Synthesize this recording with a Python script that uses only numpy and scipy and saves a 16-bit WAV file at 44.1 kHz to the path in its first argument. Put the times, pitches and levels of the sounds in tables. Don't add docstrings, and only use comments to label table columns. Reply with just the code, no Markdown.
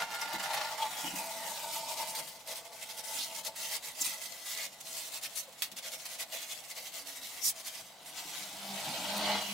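import sys
import numpy as np
from scipy import signal
from scipy.fft import rfft, irfft, next_fast_len
from scipy.io import wavfile
from scipy.ndimage import uniform_filter1d, map_coordinates

SR = 44100
rng = np.random.default_rng(int(sys.argv[2]) if len(sys.argv) > 2 else 0)


def wav_record(signal):
    frames = np.transpose(np.atleast_2d(signal))
    bounded = np.clip(frames, -1, 1)
    quanta = np.round(bounded * 32767).astype(np.int16)
    wavfile.write(sys.argv[1], SR, quanta)


N = 420273
TIME = np.arange(N) / SR

# [start_s, end_s, level_db, brightness_db]
STROKES = [(0,0.034,-43,-10),(0.143,0.165,-44.5,8),(0.202,0.243,-46,-5),(0.339,0.365,-45.5,-18),(0.393,0.414,-42.5,-10),(0.431,0.449,-41.5,-2),(0.491,0.524,-47.5,-14),(0.532,0.56,-39,4),(0.56,0.591,-41.5,-19),(0.61,0.622,-43,-22),(0.631,0.662,-46.5,-20),(0.713,0.724,-42,-3),
           (0.806,0.84,-44.5,-4),(0.962,1.028,-43,11),(1.055,1.085,-46.5,-13),(1.153,1.215,-41,10),(1.713,1.802,-41.5,6),(1.884,1.945,-43.5,-3),(1.974,2.042,-41,-4),(2.07,2.117,-41.5,11),(2.161,2.211,-38.5,-1),(2.274,2.306,-45,7),
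           (2.48,2.545,-42.5,-6),(2.546,2.597,-45.5,-3),(2.72,2.74,-49.5,-4),(2.814,2.848,-44.5,-2),(2.886,2.927,-45.5,-6),(2.969,3.01,-44.5,3),(3.042,3.28,-43,4),(3.345,3.408,-42.5,5),
           (3.446,3.487,-38.5,1),(3.556,3.711,-41.5,4.5),(3.706,3.776,-37.5,4),(3.825,3.898,-44.5,5),(3.983,4.153,-40.5,3),
           (4.042,4.081,-35,13),(4.21,4.272,-43,0),(4.45,4.56,-41,4),(4.562,4.673,-40.5,-4),(4.803,4.822,-46,4),(4.863,5.093,-45.5,6),
           (5.115,5.189,-43,3),(5.224,5.27,-38.5,-5),(5.355,5.413,-39,13.5),(5.764,5.799,-42.5,0),(5.829,5.896,-45,-7),
           (5.924,5.963,-41.5,-3),(6.053,6.075,-41,0),(6.085,6.165,-46,-3),(6.186,6.241,-39,-3.5),(6.319,6.382,-40,-2),(6.383,6.46,-46,-5),(6.489,6.543,-43,-2),
           (6.697,6.726,-44.5,0),(6.76,6.797,-46.5,-10),(6.846,6.888,-46,-4),(6.935,7.003,-44,-3),(7.054,7.112,-47.5,3),(7.153,7.184,-47,6),(7.223,7.3,-51.5,8),
           (7.437,7.512,-34.5,23),(7.652,7.697,-40,3),(7.742,7.82,-47.5,-6),(8.05,8.114,-49.5,5),(8.142,8.22,-47,-5),(8.29,8.485,-47,-5),(9.164,9.19,-40,18)]
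# [time_s, level_db]
DRAG = [(0,-46),(.6,-46),(1.1,-43.5),(1.55,-42),(2.1,-44.5),(2.36,-50),(2.9,-49.5),(3.3,-46.5),(4.15,-47.5),(4.55,-48.5),(5.1,-48),(5.6,-50.5),(7.4,-46),(7.75,-48),(7.97,-61),(8.25,-47.5),(8.55,-48.5),(8.85,-43),(9.53,-44)]
# [middle_s, half_length_s]
RESTS = [(0.071,0.028),(0.377,0.0083),(.182,0.0045),(0.271,0.0042),(0.768,0.0095),(2.384,0.01),(2.437,0.024),(2.632,0.017),(2.701,0.029),(3.023,0.011),(3.427,0.01),(3.53,0.038),(3.81,0.025),(3.935,0.014),(4.701,0.028),(4.79,0.048),(5.206,0.0075),(5.488,0.041),(5.56,0.022),(5.728,0.054),(5.814,0.0098),(6.267,0.03),(6.624,0.014),(6.67,0.013),(6.743,0.0083),(6.91,0.013),(7.044,0.015),(7.202,0.011),(7.536,0.022),(7.628,0.011)]
# [time_s, bow_share (1 at the bow, 0 on the flank)]
AT_BOW = [(0,0.99),(2.08,0.83),(2.42,0.27),(3.5,0.46),(4.2,0.02)]
# [time_s, pitch_hz, gain_db over the cut]
SHAVING = [(.7,4600,-14),(.8,4000,-5),(.9,3720,6),(1.05,3120,11),(1.17,2570,10),(1.3,2240,7),(1.42,1910,9),(1.56,1590,5),(1.85,1170,8),(2.05,1010,7),(2.25,950,-20)]
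# [time_s, pitch_hz, gain_db over the cut]
EDGE = [(2.1,2050,-2),(2.5,2010,2),(4.05,2040,6.5),(5.2,2140,6),(6.3,2140,7),(7.3,2200,-1),(8.1,2150,-12)]
# [time_s, gain_db over the cut]
GLUE = [(0,5.5),(.62,5),(.8,2),(1.05,-5),(1.4,-11.5),(2.2,-39)]
# [start_s, end_s, level_db, first_pitch_hz, last_pitch_hz, scatter_share]
SQUEAKS = [(0.214,0.222,-32,5630,4880,0.084),(.816,0.84,-36.5,3550,3230,0.14),(1.058,1.085,-41,2850,3070,.1),(3.133,3.197,-40.5,9200,5650,0.14),(3.172,3.253,-37.5,3290,4730,.2),(4.009,4.027,-26.5,8200,5120,0.13),(5.48,5.496,-48.5,557,480,0.041),(6.885,7.237,-66.5,297,268,0.122),(7.427,7.495,-33,5810,5570,0.085),(7.438,7.503,-32,7040,7540,0.27),(9.393,9.531,-42.5,2870,2766,0.12)]
# [time_s, level_db, t60_s]
KNOCKS = [(.333,-37.5,0.063),(2.15,-32.5,0.08),(2.474,-39,.081),(3.449,-34,0.047),(4.967,-35,.06),(5.621,-25.5,0.12),(5.716,-40.5,0.076),(5.767,-41,0.049),(5.919,-38,.07),(6.055,-39,0.08)]
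# [time_s, level_db, pitch_hz]
BUMPS = [(0.341,-39.5,200),(1.04,-42,213),(1.075,-49,286),(1.129,-41,183),(3.184,-57,197),(4.011,-51,290),(4.07,-52,240),(5.72,-57,200),(7.215,-60,195),(7.429,-56,215),(8.249,-54,190),(8.534,-54,88)]
# [time_s, level_db]
SCRAPE = [(7.8,-61.5),(8.2,-50.5),(8.55,-48.5),(8.78,-41),(9.05,-38.5),(9.29,-31),(9.38,-33),(9.45,-42.5),(9.53,-43)]
# [time_s, level_db, pitch_hz, third_partial_db over the first]
HUM = [(8.1,-89,194.3,-20),(8.43,-58,198,-8),(8.53,-67,199.5,-8),(8.72,-42,197.5,-15),(8.82,-55.5,200.7,3),(9.05,-60.5,200.7,11),(9.14,-42,206.3,0.5),(9.36,-39,202.7,-23),(9.41,-51,202,-17),(9.53,-45,200.2,-8)]

# [pitch_hz, width_hz, level_db]
BOW_MODES = [(658,39,-7),(790,81,-8.5),(889.6,41,8),(976,200,-10),(1143,25,-3)]
FLANK_MODES = [(488,35.5,-6),(559,56,-5),(659.3,25.7,4),(826,82,-6.5),(868,58,-4.5)]
DEEP_MODES = [(79.4,10,-10.5),(147,30,-4.5),(193.4,31,-0.5),(253,35,-4.5),(308.4,19,-2)]
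# [pitch_hz, width_hz, level_db]
BLADE_MODES = [(3040,140,1),(3900,110,1),(5060,90,-2),(5950,180,0),(7440,130,-2),(10600,220,-5)]
SEAM_MODES = [(1413,23,0.5),(1650,51,-19),(2120,90,-1),(4310,22,1.5)]

# [frequency_hz, density_db per Hz]
RASP = [(60,-46),(370,-41),(480,-21),(1000,-7),(1550,-9),(1820,-8.5),(2000,-1.5),(2350,-4.5),(3200,-2),(4200,-1.5),(5000,-2),(6200,-2),(8000,-2.5),(15500,-8.5)]
CRUNCH = [(300,-24.5),(580,0),(800,7.5),(1150,2),(1450,0),(1750,1.5),(2200,-7.5),(2700,-2.5),(5500,-6.5),(15000,-45)]
CRACK = [(60,-36),(200,-14),(900,-4),(2100,5),(4200,10.5),(7000,5.5),(15500,5)]
THUD = [(30,-8),(100,-17),(190,6.5),(320,4),(500,-20),(1500,-29),(5000,-80)]
FLAT = [(40,-32),(100,-22),(370,-18),(510,-9),(730,1),(900,-2),(1170,-12),(1400,-8.5),(1750,-15),(2100,-10),(2400,-13),(2950,-6),(3450,-10.5),(4000,-7.5),(4600,-11),(6000,-18),(15500,-40)]
AIR = [(25,-13),(80,-5.5),(200,-1),(380,-3.5),(700,6),(1400,-3),(4000,-9.5),(15000,-29)]
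# [frequency_hz, t60_s]
GARAGE = [(200,0.32),(1000,0.091),(5000,0.069),(15000,0.045)]
# [frequency_hz, correlation]
ALIKE = [(30,.3),(180,0.9),(350,0.47),(520,0.65),(700,0.97),(1200,0.69),(2500,0.027),(8000,0.097),(13000,0.34)]

BITE_S, BITE_SHARE, RELEASE_S = 0.0082, 0.043, 0.009
ARCH_DB = 3.5
REST_DB, REST_DB_PER_S = -5.5, -87
REST_DULL = 0.22
BOW_BRIGHT_DB = -4
EASY_CUT_DB = -45
FLANK_RING_DB, BOW_RING_DB = -59.5, -45.5
FLANK_DRONE_DB, BOW_DRONE_DB = -77.5, -66
SCRAPE_DRONE_DB = -18
RING_GROWS, RING_PER_BRIGHT = 0.62, -0.44
FLAT_FROM_S, FLAT_RING_DB = 8.1, -14
BLADE_UNTIL_S, BLADE_RING_DB = 8.66, -6.5
SHAVING_WIDTH, EDGE_WIDTH = 0.063, 0.045
SHADOW_RATIO, SHADOW_WIDTH, SHADOW_DEPTH = 1.32, 0.15, 0.43
BUMP_TONE = 0.61
HUM_SECOND_DB = -15
HUM_ROUGH_DB, HUM_JITTER = 1.7, 0.009
ECHO_BUILD_S = 0.0012
TOP_HZ = 15800


def amp(db):
    return 10 ** (np.asarray(db) / 20)


def unit(x):
    return x / np.sqrt(np.mean(x ** 2) + 1e-20)


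def along(points, hz):
    f, v = np.transpose(points)
    return np.interp(np.log(hz + 1), np.log(f + 1), v)


def curve(rows, at=TIME, axis=1):
    cols = np.transpose(rows)
    return np.interp(at, cols[0], cols[axis])


def wobble(rate):
    knots = rng.standard_normal(int(N * rate / SR) + 4)
    return map_coordinates(knots, [TIME * rate], order=2)


def filtered(x, response):
    size = next_fast_len(N + SR // 2)
    spectrum = rfft(x, size) * response(np.fft.rfftfreq(size, 1 / SR))
    return irfft(spectrum, size)[..., :N]


def coloured(x, spectrum):
    return filtered(x, lambda hz: unit(amp(along(spectrum, hz))))


def rung(x, modes):
    def response(f):
        total = 0
        for k, (centre, width, db) in enumerate(modes):
            damping = 1j * f * width
            total = total + (-1) ** k * amp(db) * damping / (centre * centre - f * f + damping)
        return total / np.sqrt(np.mean(abs(total) ** 2))
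    return filtered(x, response)


def gliding(x, rows, width):
    hz, t, z = signal.stft(x, SR, nperseg=1024, noverlap=768)
    ratio = hz[:, None] / curve(rows, t)
    z = z * amp(curve(rows, t, axis=2)) / (1 + ((ratio - 1) / width) ** 2)
    return signal.istft(z, SR, nperseg=1024, noverlap=768)[1][:N]


def gate(start, end, rise, fall):
    return np.clip((TIME - start) / rise + .5, 0, 1) * np.exp(-np.maximum(TIME - end, 0) / fall)


def cells(rate, spread_db, hiss):
    bursts = rng.random(N) < rate / SR
    ticks = bursts * rng.standard_normal(N) * amp(spread_db * rng.standard_normal(N))
    return unit(unit(ticks) + hiss * rng.standard_normal(N))


def patchy(x, depth_db):
    z = signal.stft(x, SR, nperseg=256)[2]
    field = uniform_filter1d(rng.standard_normal(z.shape), size=4, axis=0)
    field = uniform_filter1d(field, size=12, axis=1)
    return unit(signal.istft(z * amp(depth_db * unit(field)), SR, nperseg=256)[1][:N])


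def effort(bow):
    rest_db = 0
    for middle, half in RESTS:
        rest_db = rest_db + (REST_DB + REST_DB_PER_S * half) * np.exp(-((TIME - middle) / half) ** 4)
    power = amp(curve(DRAG) + rest_db) ** 2
    bright = power * REST_DULL * rest_db
    for start, end, db, bright_db in STROKES:
        length = end - start
        arch = np.sin(np.pi * np.clip((TIME - start) / length, 0, 1)) - 2 / np.pi
        shape = gate(start, end - RELEASE_S, BITE_S + BITE_SHARE * length, RELEASE_S)
        stroke = (amp(db + ARCH_DB * arch) * shape) ** 2
        power += stroke
        bright += stroke * bright_db
    return np.sqrt(power), bright / power + BOW_BRIGHT_DB * bow


def cut_foam(force, bright_db, bow):
    force_grain = force * patchy(cells(rate=11000, spread_db=1.2, hiss=.9), depth_db=1.7)
    rasp = coloured(force_grain, RASP)
    low = filtered(rasp, lambda hz: 1 / (1 + (hz / 5200) ** 4))
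    high = rasp - low
    return low * amp(-.4 * bright_db - 1.84 * bow) + high * amp(0.2 * bright_db)


def trimmed_edge(force, bright_db):
    push = force * amp(-.3 * bright_db + 2 * wobble(11))
    return gliding(push * rng.standard_normal(N), EDGE, EDGE_WIDTH)


def blade_steel(force):
    push = force * gate(FLAT_FROM_S, BLADE_UNTIL_S, rise=.1, fall=0.11)
    return amp(BLADE_RING_DB) * rung(push * rng.standard_normal(N), BLADE_MODES)


def glued_seam(force):
    grit = cells(rate=1300, spread_db=2.5, hiss=.7)
    glue = force * amp(curve(GLUE) + 1.1 * wobble(71.3)) * grit
    return amp(-1.0) * coloured(glue, CRUNCH) + amp(-9.0) * rung(glue, SEAM_MODES)


def hull_ring(force, bright_db, bow):
    load = (force / amp(EASY_CUT_DB)) ** RING_GROWS
    ring_db = FLANK_RING_DB * (1 - bow) + BOW_RING_DB * bow + RING_PER_BRIGHT * bright_db
    ring_db = ring_db + FLAT_RING_DB * (TIME > FLAT_FROM_S) + 2.5 * wobble(18)
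    push = load * amp(ring_db) * cells(rate=3000, spread_db=-2.5, hiss=0.97)
    ring = rung(push * np.sqrt(bow), BOW_MODES) + rung(push * np.sqrt(1 - bow), FLANK_MODES)
    sway = load * amp(FLANK_DRONE_DB * (1 - bow) + BOW_DRONE_DB * bow)
    sway = sway + amp(SCRAPE_DRONE_DB + curve(SCRAPE))
    return ring + rung(sway * amp(3.1 * wobble(20)) * rng.standard_normal(N), DEEP_MODES)


def shaving(rasp, force):
    hz, t, z = signal.stft(rasp, SR, nperseg=1024)
    ratio = hz[:, None] / curve(SHAVING, t)
    size = amp(curve(SHAVING, t, axis=2))
    dip = np.exp(-((ratio / SHADOW_RATIO - 1) / SHADOW_WIDTH) ** 2)
    shadow = 1 - SHADOW_DEPTH * np.minimum(size / 2, 1) * dip
    dulled = signal.istft(z * shadow, SR, nperseg=1024)[1][:N]
    attached = TIME < SHAVING[-1][0]
    crumbs = patchy(rng.standard_normal(N), depth_db=1.5)
    return dulled + gliding(force * crumbs * attached, SHAVING, SHAVING_WIDTH)


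def cutting():
    bow = np.clip(curve(AT_BOW), 0, 1)
    force, bright_db = effort(bow)
    force = force * amp(0.62 * wobble(45) + (0.87 + 0.33 * bow) * wobble(220))
    rasp = amp(1.96) * cut_foam(force, bright_db, bow)
    struck = trimmed_edge(force, bright_db) + blade_steel(force) + glued_seam(force)
    return shaving(rasp, force) + struck + hull_ring(force, bright_db, bow)


def squeaks():
    out = np.zeros(N)
    hiss = coloured(rng.standard_normal(N), [(500, -31), (2000, -40), (5000, 13)])
    for start, end, db, first_hz, last_hz, scatter in SQUEAKS:
        pitch = np.interp(TIME, [start, end], [first_hz, last_hz]) * np.exp(scatter * wobble(3000))
        phase = 2 * np.pi * np.cumsum(pitch) / SR
        tone = np.sin(phase) + 0.4 * np.sin(2 * phase) + 0.33 * hiss
        squeak = amp(db) * unit(tone) * gate(start, end - .005, rise=0.73 * (end - start), fall=0.003)
        lowcut = signal.butter(4, .6 * min(first_hz, last_hz), "high", fs=SR, output="sos")
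        out += signal.sosfilt(lowcut, squeak)
    return out


def knocks():
    blows = np.zeros(N)
    for s, db, t60 in KNOCKS:
        age = np.maximum(TIME - s, 0)
        crunch, crack = amp(-60 * age / t60), 0.52 * np.exp(-age / 0.00095)
        blows += amp(db) * (crunch + crack) * (TIME >= s)
    return coloured(blows * cells(rate=12000, spread_db=1.5, hiss=1), CRACK)


def bumps():
    blows, notes = np.zeros(N), np.zeros(N)
    for s, db, hz in BUMPS:
        blow = amp(db) * gate(s, s + 0.0088, rise=0.0082, fall=0.012)
        blows += blow
        notes += blow * np.sin(2 * np.pi * hz * (TIME - s))
    return 0.95 * coloured(blows * rng.standard_normal(N), THUD) + BUMP_TONE * notes


def last_scrape():
    grain = patchy(cells(rate=10000, spread_db=2.0, hiss=0.86), depth_db=1.5)
    return amp(curve(SCRAPE)) * coloured(grain, FLAT)


def hum():
    pitch = curve(HUM, axis=2) * (1 + HUM_JITTER * wobble(50))
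    phase = 2 * np.pi * np.cumsum(pitch) / SR
    tone = np.zeros(N)
    for k, db in enumerate([0, HUM_SECOND_DB, curve(HUM, axis=3)], 1):
        tone += amp(db + HUM_ROUGH_DB * wobble(40)) * np.sin(k * phase)
    return amp(curve(HUM) + 1.5) * tone * (TIME > HUM[0][0])


def spread(pair):
    def mid_side(hz):
        turn = np.arccos(np.clip(along(ALIKE, hz), -1, 1)) / 2
        return np.array([np.cos(turn), np.sin(turn)])
    mid, side = filtered(pair, mid_side)
    return np.array([mid + side, mid - side])


def garage(x, count=36):
    echoes, travel = np.zeros((2, N + SR)), np.linspace(0, count - 1, N)
    for place in range(count):
        hz, t, z = signal.stft(rng.standard_normal((2, SR // 4)), SR, nperseg=256)
        decay = amp(-60 * t / along(GARAGE, hz)[:, None])
        tail = signal.istft(z * decay, SR, nperseg=256)[1]
        tail = tail * (1 - np.exp(-TIME[:tail.shape[1]] / ECHO_BUILD_S))
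        tail = tail / np.linalg.norm(tail, axis=1, keepdims=True)
        first, last = np.searchsorted(travel, [place - 1, place + 1])
        near = np.sqrt(np.maximum(1 - abs(travel[first:last] - place), 0))
        answer = signal.fftconvolve((near * x[first:last])[None], tail, axes=1)
        echoes[:, first:first + answer.shape[1]] += answer
    colour = [(250, -9.5), (800, -10.5), (2000, -1.0), (8000, -3.0)]
    return spread(filtered(echoes[:, :N], lambda hz: amp(along(colour, hz))))


def room_air():
    return amp(-61.0) * spread(coloured(rng.standard_normal((2, N)), AIR))


def scene():
    work = cutting() + squeaks() + knocks() + bumps() + last_scrape()
    treble = filtered(work, lambda hz: 1 - 1 / (1 + (hz / 1700) ** 4))
    aside = amp(-6.5) * wobble(300) * treble
    heard = work + hum() + np.array([aside, -aside]) + garage(work)
    return amp(-3.0) * heard + room_air()


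def record(dry):
    return filtered(dry, lambda hz: hz < TOP_HZ)


dry = scene()
out = record(dry)
wav_record(out)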